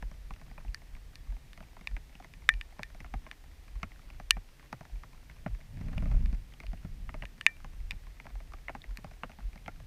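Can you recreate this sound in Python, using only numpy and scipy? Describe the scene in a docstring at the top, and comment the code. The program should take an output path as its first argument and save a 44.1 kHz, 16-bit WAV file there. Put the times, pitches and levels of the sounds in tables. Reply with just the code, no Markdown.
"""Light rain on a small sailboat, heard inside a waterproof camera housing worn on the helmsman's head.
From the start, noise-excited drops pat on the rain hood and a quickening pulse thumps through the strap,
over a low filtered-noise rumble of wind and water; soon drops make the housing's wall modes tick and ring.
Near 6 s the head turns: the camera sways, the hood rubs and its creases let go.
From 7 s two gusts swell close together, more drops tick, and the pats go on to the end."""
import sys
import numpy as np
from scipy import signal
from scipy.fft import rfft, irfft, next_fast_len
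from scipy.io import wavfile

SR = 44100
rng = np.random.default_rng(int(sys.argv[2]) if len(sys.argv) > 2 else 0)


def persist_wave(psi):
    """Save psi, clipped to +-1, as 16-bit WAV."""
    counts = np.round(np.clip(psi, -1, 1) * 32767).astype(np.int16)
    wavfile.write(sys.argv[1], SR, np.atleast_2d(counts).T)


N = 434826
SIZE = 8192  # samples in one short sound
AGE = np.arange(SIZE) / SR  # seconds since its onset
TIME = np.arange(N) / SR
TURN_START_S, TURN_STOP_S, SETTLED_S = 5.81, 6.217, 6.36  # full speed, slowing, strap settled


def undb(db):
    """Amplitude ratio: 20 dB is a factor of ten."""
    return 10 ** (np.asarray(db) / 20)


def unit(x):
    """Normalise the effective value: scale to rms 1."""
    return x / np.sqrt(np.mean(x ** 2))


def burst(x):
    """Normalise the energy: scale a short sound to that of one millisecond at rms 1."""
    return x / np.sqrt(np.sum(x ** 2) / (SR / 1000))


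def add(track, s, sound):
    """Superposition: mix a sound in at time s, in seconds."""
    start = int(np.clip(s * SR, 0, N - 1))
    track[start:start + len(sound)] += sound[:N - start]


def colour(points, size):
    """Spectral envelope: gains of an (Hz, dB) outline, falling away beyond both ends."""
    hz, db = np.transpose(points)
    bins_hz = np.fft.rfftfreq(size, 1 / SR) + 1
    skirts = np.minimum(bins_hz / hz[0], 1) * np.minimum(hz[-1] / bins_hz, 1) ** 2
    return skirts * undb(np.interp(np.log(bins_hz), np.log(hz), db))


def noise(points):
    """Filtered noise: steady white noise shaped by a spectral envelope, at rms 1."""
    size = next_fast_len(N, True)
    spectrum = rfft(rng.standard_normal(size)) * colour(points, size)
    return unit(irfft(spectrum, size)[:N])


def walk(rate):
    """Slow random modulation: about rate chance values a second, joined by straight lines."""
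    count = int(rate * N / SR) + 2
    return np.interp(TIME, np.linspace(0, N / SR, count), rng.standard_normal(count))


def response(gains):
    """Minimum phase: the causal impulse response with these gains, by folding the cepstrum."""
    cepstrum = irfft(np.log(gains + 1e-9))
    cepstrum[1:SIZE // 2] *= 2
    cepstrum[SIZE // 2 + 1:] = 0
    return irfft(np.exp(rfft(cepstrum)))


def modes(table):
    """Modal decay: one damped sine a mode, neighbours starting in opposite directions."""
    sines = []
    for k, (hz, db, t60) in enumerate(table):
        decay = undb(db - 60 * AGE / t60)
        sines.append((-1) ** k * decay * np.sin(2 * np.pi * hz * AGE))
    return np.array(sines)


def favour(hz, centre_hz, lift_db, octaves):
    """Point of excitation: the spot that is struck favours resonances around one frequency."""
    return undb(lift_db * np.exp(-(np.log2(hz / centre_hz) / octaves) ** 2))


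def bend(sound, spread_s):
    """Dispersion of bending waves: the delay, spread_s at 1 kHz, goes as one over the root of frequency."""
    bins_hz = np.fft.rfftfreq(SIZE, 1 / SR)
    return irfft(rfft(sound) * np.exp(-4j * np.pi * spread_s * np.sqrt(1000 * bins_hz)))


def rattle(points, fade_s):
    """Impulsive noise: a burst that decays exponentially, in a given colour."""
    grains = rng.standard_normal(SIZE) * np.exp(-AGE / fade_s)
    return burst(irfft(rfft(grains) * rfft(response(colour(points, SIZE)))))


def swing(hz, rise_s):
    """Heavily damped oscillation: a push that swells to a peak at rise_s and dies."""
    return burst(np.sin(2 * np.pi * hz * AGE) * (AGE / rise_s) ** 2 * np.exp(-2 * AGE / rise_s))


def plateau(t, start_s, stop_s, rise_db_per_s, fall_db_per_s):
    """Exponential growth and decay: a dB envelope climbs to 0 at start_s, holds, and falls from stop_s."""
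    rise_db = -rise_db_per_s * np.maximum(start_s - t, 0)
    fall_db = -fall_db_per_s * np.maximum(t - stop_s, 0)
    return rise_db + fall_db


def drag_db(t):
    """Friction drive: the drag of the hood builds up, holds through the turn and eases off."""
    return plateau(t, TURN_START_S, TURN_STOP_S, rise_db_per_s=115, fall_db_per_s=90.5)


# Spectra of the low rumble, the flutter above it and the thin hiss.
# Each row: frequency in Hz, relative level in dB.
RUMBLE_SPECTRUM = [(10, -22.5), (22, -1.5), (32, -1), (50, -5), (75, -12), (120, -28), (300, -56.5)]
FLUTTER_SPECTRUM = [(50, -7.5), (90, 0), (150, 2.5), (240, -13), (340, -23), (600, -39), (2000, -58)]
HISS_SPECTRUM = [(150, -30.5), (250, 1), (380, -5), (761, -7.5), (1400, -11.5), (1820, -7.5), (2440, -9.5),
                 (3060, -12), (5440, -15), (7570, -19.5), (9330, -19.5), (11100, -22.5), (13400, -20.5),
                 (14900, -23), (16000, -45)]
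# Gusts and lulls of the wind.
# Each row: centre in seconds, half length in seconds, lift of the rumble in dB, lift of the flutter in dB.
WIND_GUSTS = [(.6, 0.33, 0.5, 6.5), (3.9, .2, 1.5, 0), (4.643, 0.22, -2.5, -7.5), (7.03, 0.26, 9.5, 13),
              (7.862, .13, 8, 4.5), (9.85, 0.17, 5.5, 5)]


def wind_and_water(rumble_db=-49.5, flutter_db=-64.5, hiss_db=-64.05, swell_db=3.1, gust_db=3.5):
    """Turbulence as modulated noise: rumble and flutter swell in gusts over an even hiss."""
    low_db = rumble_db + swell_db * walk(6)
    mid_db = flutter_db + gust_db * walk(12)
    for s, half_s, low_lift_db, mid_lift_db in WIND_GUSTS:
        gust = np.exp(-((TIME - s) / half_s) ** 2)
        low_db = low_db + low_lift_db * gust
        mid_db = mid_db + mid_lift_db * gust
    rumble = noise(RUMBLE_SPECTRUM) * undb(low_db)
    flutter = noise(FLUTTER_SPECTRUM) * undb(mid_db)
    hiss = noise(HISS_SPECTRUM) * undb(hiss_db)
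    return rumble + flutter + hiss


FIRST_BEAT_S, BEAT_GAP_S = 0.063, 0.633  # first beat, first interval
QUICKEN_S = 0.0061  # each next interval is this much shorter
STRAP_HZ = 41.5  # rocking frequency at the middle of a beat
# Strength of the pulse through the strap, before its random unevenness.
# Each row: time in seconds, level in dB.
PULSE_STRENGTH = [(0, -30.5), (3, -30.5), (6.7, -30.5), (7.25, -37.5), (8.3, -33.5), (9, -29.5)]


def pulse_beats(count=17, width_s=0.032, droop_hz_per_s=140, uneven_db=2,
                jolt_db=-12, jolt_hz=72, jolt_s=0.0086, jolt_lead_s=0.008):
    """Mass on a spring: each beat jolts the camera, which rocks on its strap in two or three slowing swings."""
    out = np.zeros(N)
    for k in range(count):
        s = FIRST_BEAT_S + k * BEAT_GAP_S - QUICKEN_S * k * (k - 1) / 2
        start = max(s - SIZE / SR / 2, 0)
        t = AGE + start - s  # seconds from the middle of the beat
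        phase = rng.random()
        cycles = STRAP_HZ * t - droop_hz_per_s * t ** 2 / 2 + phase
        rocking = np.exp(-(t / width_s) ** 2) * np.sin(2 * np.pi * cycles)
        jolt_shape = np.exp(-((t + jolt_lead_s) / jolt_s) ** 2)
        jolt = jolt_shape * np.sin(2 * np.pi * (jolt_hz * t + phase))
        strength = undb(np.interp(s, *np.transpose(PULSE_STRENGTH)))
        add(out, start, strength * (rocking + undb(jolt_db) * jolt))
    return out * undb(uneven_db * walk(70))


# Spectra of the camera shaking on its mount and of the hood rubbing over the strap.
# Each row: frequency in Hz, relative level in dB.
SHAKING_SPECTRUM = [(10, -19), (22, -8), (31, -10.5), (42, -3.5), (60, -7), (90, -24.5), (200, -50)]
RUBBING_SPECTRUM = [(50, -13), (100, 4.5), (160, -3.5), (240, -10.5), (360, -31), (700, -29.5), (1400, -43),
                    (2400, -35.5), (3400, -49), (6000, -56)]


def head_turn(rock_db=-23, rock_hz=31, shake_db=-26.5, rub_db=-39.5, catch_db=4):
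    """Growing oscillation and friction: the camera sways wider until the head slows; the hood drags in catches."""
    sway_hz = rock_hz * (1 + 0.1153 * walk(33))
    sway = np.sin(2 * np.pi * np.cumsum(sway_hz) / SR)
    swing_db = plateau(TIME, TURN_STOP_S, TURN_STOP_S, rise_db_per_s=34.5, fall_db_per_s=52)
    slack_db = plateau(TIME, TURN_START_S, SETTLED_S, rise_db_per_s=136, fall_db_per_s=300)
    shaking = noise(SHAKING_SPECTRUM) * undb(shake_db)
    rocking = (sway * undb(rock_db) + shaking) * undb(swing_db + slack_db)
    rubbing = noise(RUBBING_SPECTRUM) * undb(drag_db(TIME) + rub_db)
    return rocking + rubbing * undb(catch_db * walk(70))


FOLD_OCTAVES = np.log2(np.geomspace(400, 6400, 21))  # where the folds' gains are drawn, log2 of Hz
# Spectra of a drop on wet cloth, of the cloth's shiver after it and of the fine splash.
# Each row: frequency in Hz, relative level in dB.
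CLOTH_SPECTRUM = [(200, -23.5), (420, -16), (650, 0), (1150, -2.5), (1550, -4.5), (2200, 1.5), (2800, -4.5),
                  (3500, -16.5), (6000, -37), (15000, -54.5)]
SHIVER_SPECTRUM = [(70, -13), (130, 0.5), (250, 0), (400, -7), (620, -6.5), (950, -15), (1400, -11.5),
                   (2000, -15), (3000, -28.5)]
SPLASH_SPECTRUM = [(2000, -24.5), (3500, -0.5), (6200, -1), (7300, -15.5), (9000, -10.5), (11000, -17),
                   (16000, -24)]


def pat(db, hz, thud_db, splash_db, ripple=0.039, ripple_s=0.0062, reach=2.62, tock_db=-8.0,
        tock_cycles=3.3, thud_hz=175, sag_hz=100, patchy_db=4.0):
    """Impact on a dispersive membrane: a downward-sweeping pat, a tock, a late shiver, a dull thud and a splash."""
    bins_hz = np.fft.rfftfreq(SIZE, 1 / SR) + 1
    # the blow, followed by ripples that come back from seams and folds
    blow = ripple * rng.standard_normal(SIZE) * np.exp(-AGE / ripple_s)
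    blow[0] += 1
    # a slack, low patch also cushions the blow and loses the top
    cushion = 1 / np.sqrt(1 + (bins_hz / (reach * hz)) ** 4)
    # every spot has its own uneven resonances, set by the folds around it
    folds_db = patchy_db * rng.standard_normal(len(FOLD_OCTAVES))
    folds = undb(np.interp(np.log2(bins_hz), FOLD_OCTAVES, folds_db))
    spot = favour(bins_hz, hz, lift_db=6, octaves=0.35)
    patch = response(colour(CLOTH_SPECTRUM, SIZE) * cushion * folds * spot)
    struck = irfft(rfft(blow) * rfft(patch))
    body = burst(bend(struck, spread_s=0.002392)) * undb(db - 1.5)
    tock = swing(hz, rise_s=tock_cycles / hz) * undb(db + tock_db)
    shiver_gain = np.hypot(undb(db - 8.5), undb(thud_db - 3))
    shiver = bend(rattle(SHIVER_SPECTRUM, fade_s=0.0071), spread_s=0.0042) * shiver_gain
    tension = np.exp(0.117 * rng.standard_normal())  # shifts both low pitches together
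    thud = swing(thud_hz * tension, rise_s=0.0045) * undb(thud_db + 10.5)
    sag = swing(sag_hz * tension, rise_s=0.023) * undb(thud_db + 6.0)
    splash = rattle(SPLASH_SPECTRUM, fade_s=0.0022) * undb(splash_db + 3.5)
    return body + tock + shiver + thud + sag + splash


# Big creases of the hood letting go in the turn.
# Each row: start in seconds, level in dB before the trims inside pat().
BIG_CREASES = [(5.81, -46), (5.883, -42), (5.929, -43), (5.975, -38), (6.022, -37.5), (6.056, -41),
               (6.113, -39), (6.14, -46), (6.327, -46)]


def creases(count=26, small_db=-52, small_thud_db=-48, small_splash_db=-65,
            big_hz=600, big_thud_db=-40, big_splash_db=-63):
    """Sudden release of strain: creases of the dragged hood let go, a few big ones and many small."""
    out = np.zeros(N)
    for s, db in BIG_CREASES:
        add(out, s, pat(db, big_hz, big_thud_db, big_splash_db))
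    for when, place in rng.random((count, 2)):
        at = TURN_START_S + when * (SETTLED_S - TURN_START_S)
        db = drag_db(at)
        hz = 600 * 4 ** place ** 2
        add(out, at, pat(db + small_db, hz, db + small_thud_db, db + small_splash_db))
    return out


def drizzle(drops_per_s=17, smallest_db=-56, spread_db=8.5, thud_db=-14, splash_db=-17):
    """Random independent impacts: small drops fall on the hood at chance times, sizes and places."""
    out = np.zeros(N)
    for when, size, place in rng.random((int(drops_per_s * N / SR), 3)):
        db = smallest_db + spread_db * size ** 2
        add(out, when * N / SR, pat(db, 650 * 4 ** place, db + thud_db, db + splash_db))
    return out


# Heavy drops on the hood; the levels are before the trims inside pat().
# Each row: start in seconds, level in dB, pitch of the patch in Hz, thud in dB, splash in dB.
HEAVY_DROPS = [(.024, -35, 994, -46, -58), (0.113, -45.5, 565, -53, -60), (0.306, -36.5, 1110, -48, -60),
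               (.337, -47.5, 2620, -68, -57), (.413, -43, 680, -57, -62), (0.512, -47, 775, -53, -67),
               (.578, -38, 1030, -58, -72), (.647, -45.5, 789, -61, -72), (1.575, -42, 1940, -60, -58),
               (1.604, -40, 680, -51, -64), (1.766, -40, 622, -64, -68), (1.81, -43.5, 1920, -50.5, -61),
               (1.965, -35.5, 2080, -63, -58), (2.152, -45, 2750, -55, -62), (2.199, -40.5, 746, -70, -64),
               (2.244, -39.5, 640, -63, -58), (2.723, -50.5, 790, -67.5, -71.5),
               (2.792, -32.5, 594, -45.5, -57), (2.946, -43.5, 615, -58, -60),
               (3.003, -36.5, 2290, -51, -57), (3.044, -38.5, 730, -68, -65),
               (3.138, -30.5, 768, -43, -55.5), (3.264, -37.5, 665, -59, -73),
               (3.83, -25.5, 1160, -41, -45.5), (3.917, -47, 2090, -70, -68),
               (4.101, -42.5, 2480, -68.5, -61), (4.198, -35.5, 726, -53.5, -58),
               (4.367, -36.5, 764, -44, -70), (4.595, -47.5, 2200, -59, -71),
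               (4.727, -28, 843, -44.5, -48.5), (4.808, -39, 612, -46, -60), (4.851, -43, 650, -66, -61),
               (5.034, -37.5, 1030, -68, -61), (5.297, -41.5, 1950, -59, -63.5),
               (5.461, -27, 600, -33, -71), (6.537, -48, 3140, -63.5, -62), (6.601, -35.5, 1945, -56, -54),
               (6.634, -41, 620, -60, -62), (6.731, -38.5, 700, -43, -60), (6.847, -47, 606, -38.5, -65),
               (7.091, -34.5, 1220, -53, -64), (7.141, -31.5, 643, -49, -60),
               (7.222, -31.5, 1980, -48, -59), (7.234, -37, 570, -54, -61), (7.644, -36, 950, -48, -58),
               (7.929, -55, 600, -48.5, -69), (8.199, -38, 2100, -75, -62), (8.253, -42.5, 580, -53.5, -69),
               (8.266, -36.5, 680, -62, -61), (8.353, -46, 780, -72, -68), (8.402, -42, 677, -72, -66.5),
               (8.535, -37, 1260, -68, -57), (8.682, -28.5, 2080, -60, -67), (8.693, -27.5, 675, -54, -67),
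               (8.749, -31.5, 836, -46, -59), (8.84, -41, 2010, -68, -64), (8.984, -46, 600, -48, -77),
               (9.043, -34, 583, -44.5, -56), (9.111, -45, 617, -60, -62), (9.233, -24, 1287, -45, -64),
               (9.294, -39.5, 670, -53, -64), (9.316, -46.5, 2590, -70, -64), (9.386, -42, 715, -52, -65),
               (9.557, -42, 647, -51, -59), (9.66, -39, 2360, -55.5, -63), (9.679, -29, 776, -45, -52.5),
               (9.8, -45.5, 656, -69, -66)]


def hood_pats():
    """Local resonance: each heavy drop sounds the pitch of the patch of hood it strikes."""
    out = np.zeros(N)
    for s, db, hz, thud_db, splash_db in HEAVY_DROPS:
        add(out, s, pat(db, hz, thud_db, splash_db))
    return out


# Drops on the housing; the levels are before the trims of housing_ticks().
# Each row: start in seconds, level in dB, favoured resonance in Hz, its lift in dB,
# treble crack in dB, long ring in dB relative to the level.
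HOUSING_DROPS = [(0.7447, -26, 1690, 18, -38.5, -3), (1.155, -39, 4700, 4, -47.5, 8),
                 (1.5309, -38, 2500, -4, -57.5, 2), (1.872, -19.5, 2410, 12, -44, -5),
                 (2.3367, -38, 2400, 8, -61, 5), (2.4897, 1, 1730, 12.5, -31.5, -2.5),
                 (2.538, -32.5, 2360, 3, -53.5, -8), (2.6111, -24.5, 1900, 9, -51, -5.5),
                 (2.8315, -22, 2040, 17, -43.5, -1), (3.3125, -27.5, 2370, -3.5, -54, -2),
                 (4.307, -3.5, 2957, 11, -17.5, -4), (5.9796, -29.5, 2780, 5, -57, -2),
                 (6.2579, -36.5, 1590, 4, -55, -10), (6.6657, -37.5, 2630, 8, -55.5, -2),
                 (7.253, -30.5, 2060, 11, -56, -2), (7.4103, -23.5, 2900, 6.5, -48.5, -2),
                 (7.4641, -0.5, 2590, 6, -28.5, -1), (7.9083, -21, 3080, 0, -43.5, -6),
                 (7.9172, -31, 2460, 25, -57, -6), (8.8176, -39, 3770, 13, -56, -2),
                 (8.9717, -30.5, 2070, 18, -45.5, -2)]
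# The housing's damped wall modes, then its long-ringing modes.
# Each row: frequency in Hz, relative level in dB, time to decay by 60 dB in seconds.
DAMPED_WALL_MODES = [(1120, -5.5, 0.0092), (1797, 0, 0.013), (2430, 2, 0.0091), (2900, -3, 0.012),
                     (3593, -4, 0.01), (4276, -11, 0.0055), (4820, -12, 0.0064), (5650, -19.5, 0.0094),
                     (6690, -16, 0.00404), (8250, -23.5, 0.0058), (9390, -19.5, 0.0043), (10500, -22, .004),
                     (11800, -20.5, 0.0033), (14130, -27, 0.0024)]
LONG_RING_MODES = [(1816, -22, 0.078), (1940, -34.5, .075), (2070, -40, 0.046), (2261, -42.5, .06),
                   (2350, -43, 0.23), (2767, -46.5, .05), (3570, -49.5, 0.056), (5830, -45, 0.033)]


def housing_ticks(body_db=-5, crack_db=4.5, ring_db=-0.5, scatter_db=3.5, lag_s=0.0002,
                  wall_spread_s=0.00087, stiff_hz=800):
    """Modal excitation: direct hits crack the plastic walls' damped modes, then a faint ring near 2 kHz."""
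    out = np.zeros(N)
    walls, rings = modes(DAMPED_WALL_MODES), modes(LONG_RING_MODES)
    wall_hz, ring_hz = np.array(DAMPED_WALL_MODES)[:, 0], np.array(LONG_RING_MODES)[:, 0]
    treble = wall_hz > 4200
    for s, db, hz, lift_db, treble_db, long_db in HOUSING_DROPS:
        scatter = undb(scatter_db * rng.standard_normal(len(walls)))
        weight = favour(wall_hz, hz, lift_db, octaves=0.23) * scatter
        body = burst((weight * ~treble) @ walls) * undb(db + body_db)
        crack = burst((weight * treble) @ walls) * undb(treble_db + crack_db)
        ring_weight = undb(db + ring_db + long_db) * favour(ring_hz, hz, lift_db=5.5, octaves=0.3)
        ring = ring_weight @ rings
        add(out, s + lag_s, bend(body + crack + ring, spread_s=wall_spread_s))
    # the small stiff walls radiate almost no bass
    return signal.sosfilt(signal.butter(2, stiff_hz, "high", fs=SR, output="sos"), out)


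def scene():
    """Superposition: all the sources add up at one microphone inside the housing."""
    rain = housing_ticks() + hood_pats() + drizzle()
    wearer = head_turn() + creases() + pulse_beats()
    return (rain + wearer + wind_and_water())[None]


def record(dry):
    """Band limiting: the camera cuts the top above 15.6 kHz with a steep low-pass."""
    return signal.sosfilt(signal.ellip(8, 0.2, 70, 15600, fs=SR, output="sos"), dry)


dry = scene()
out = record(dry)
persist_wave(out)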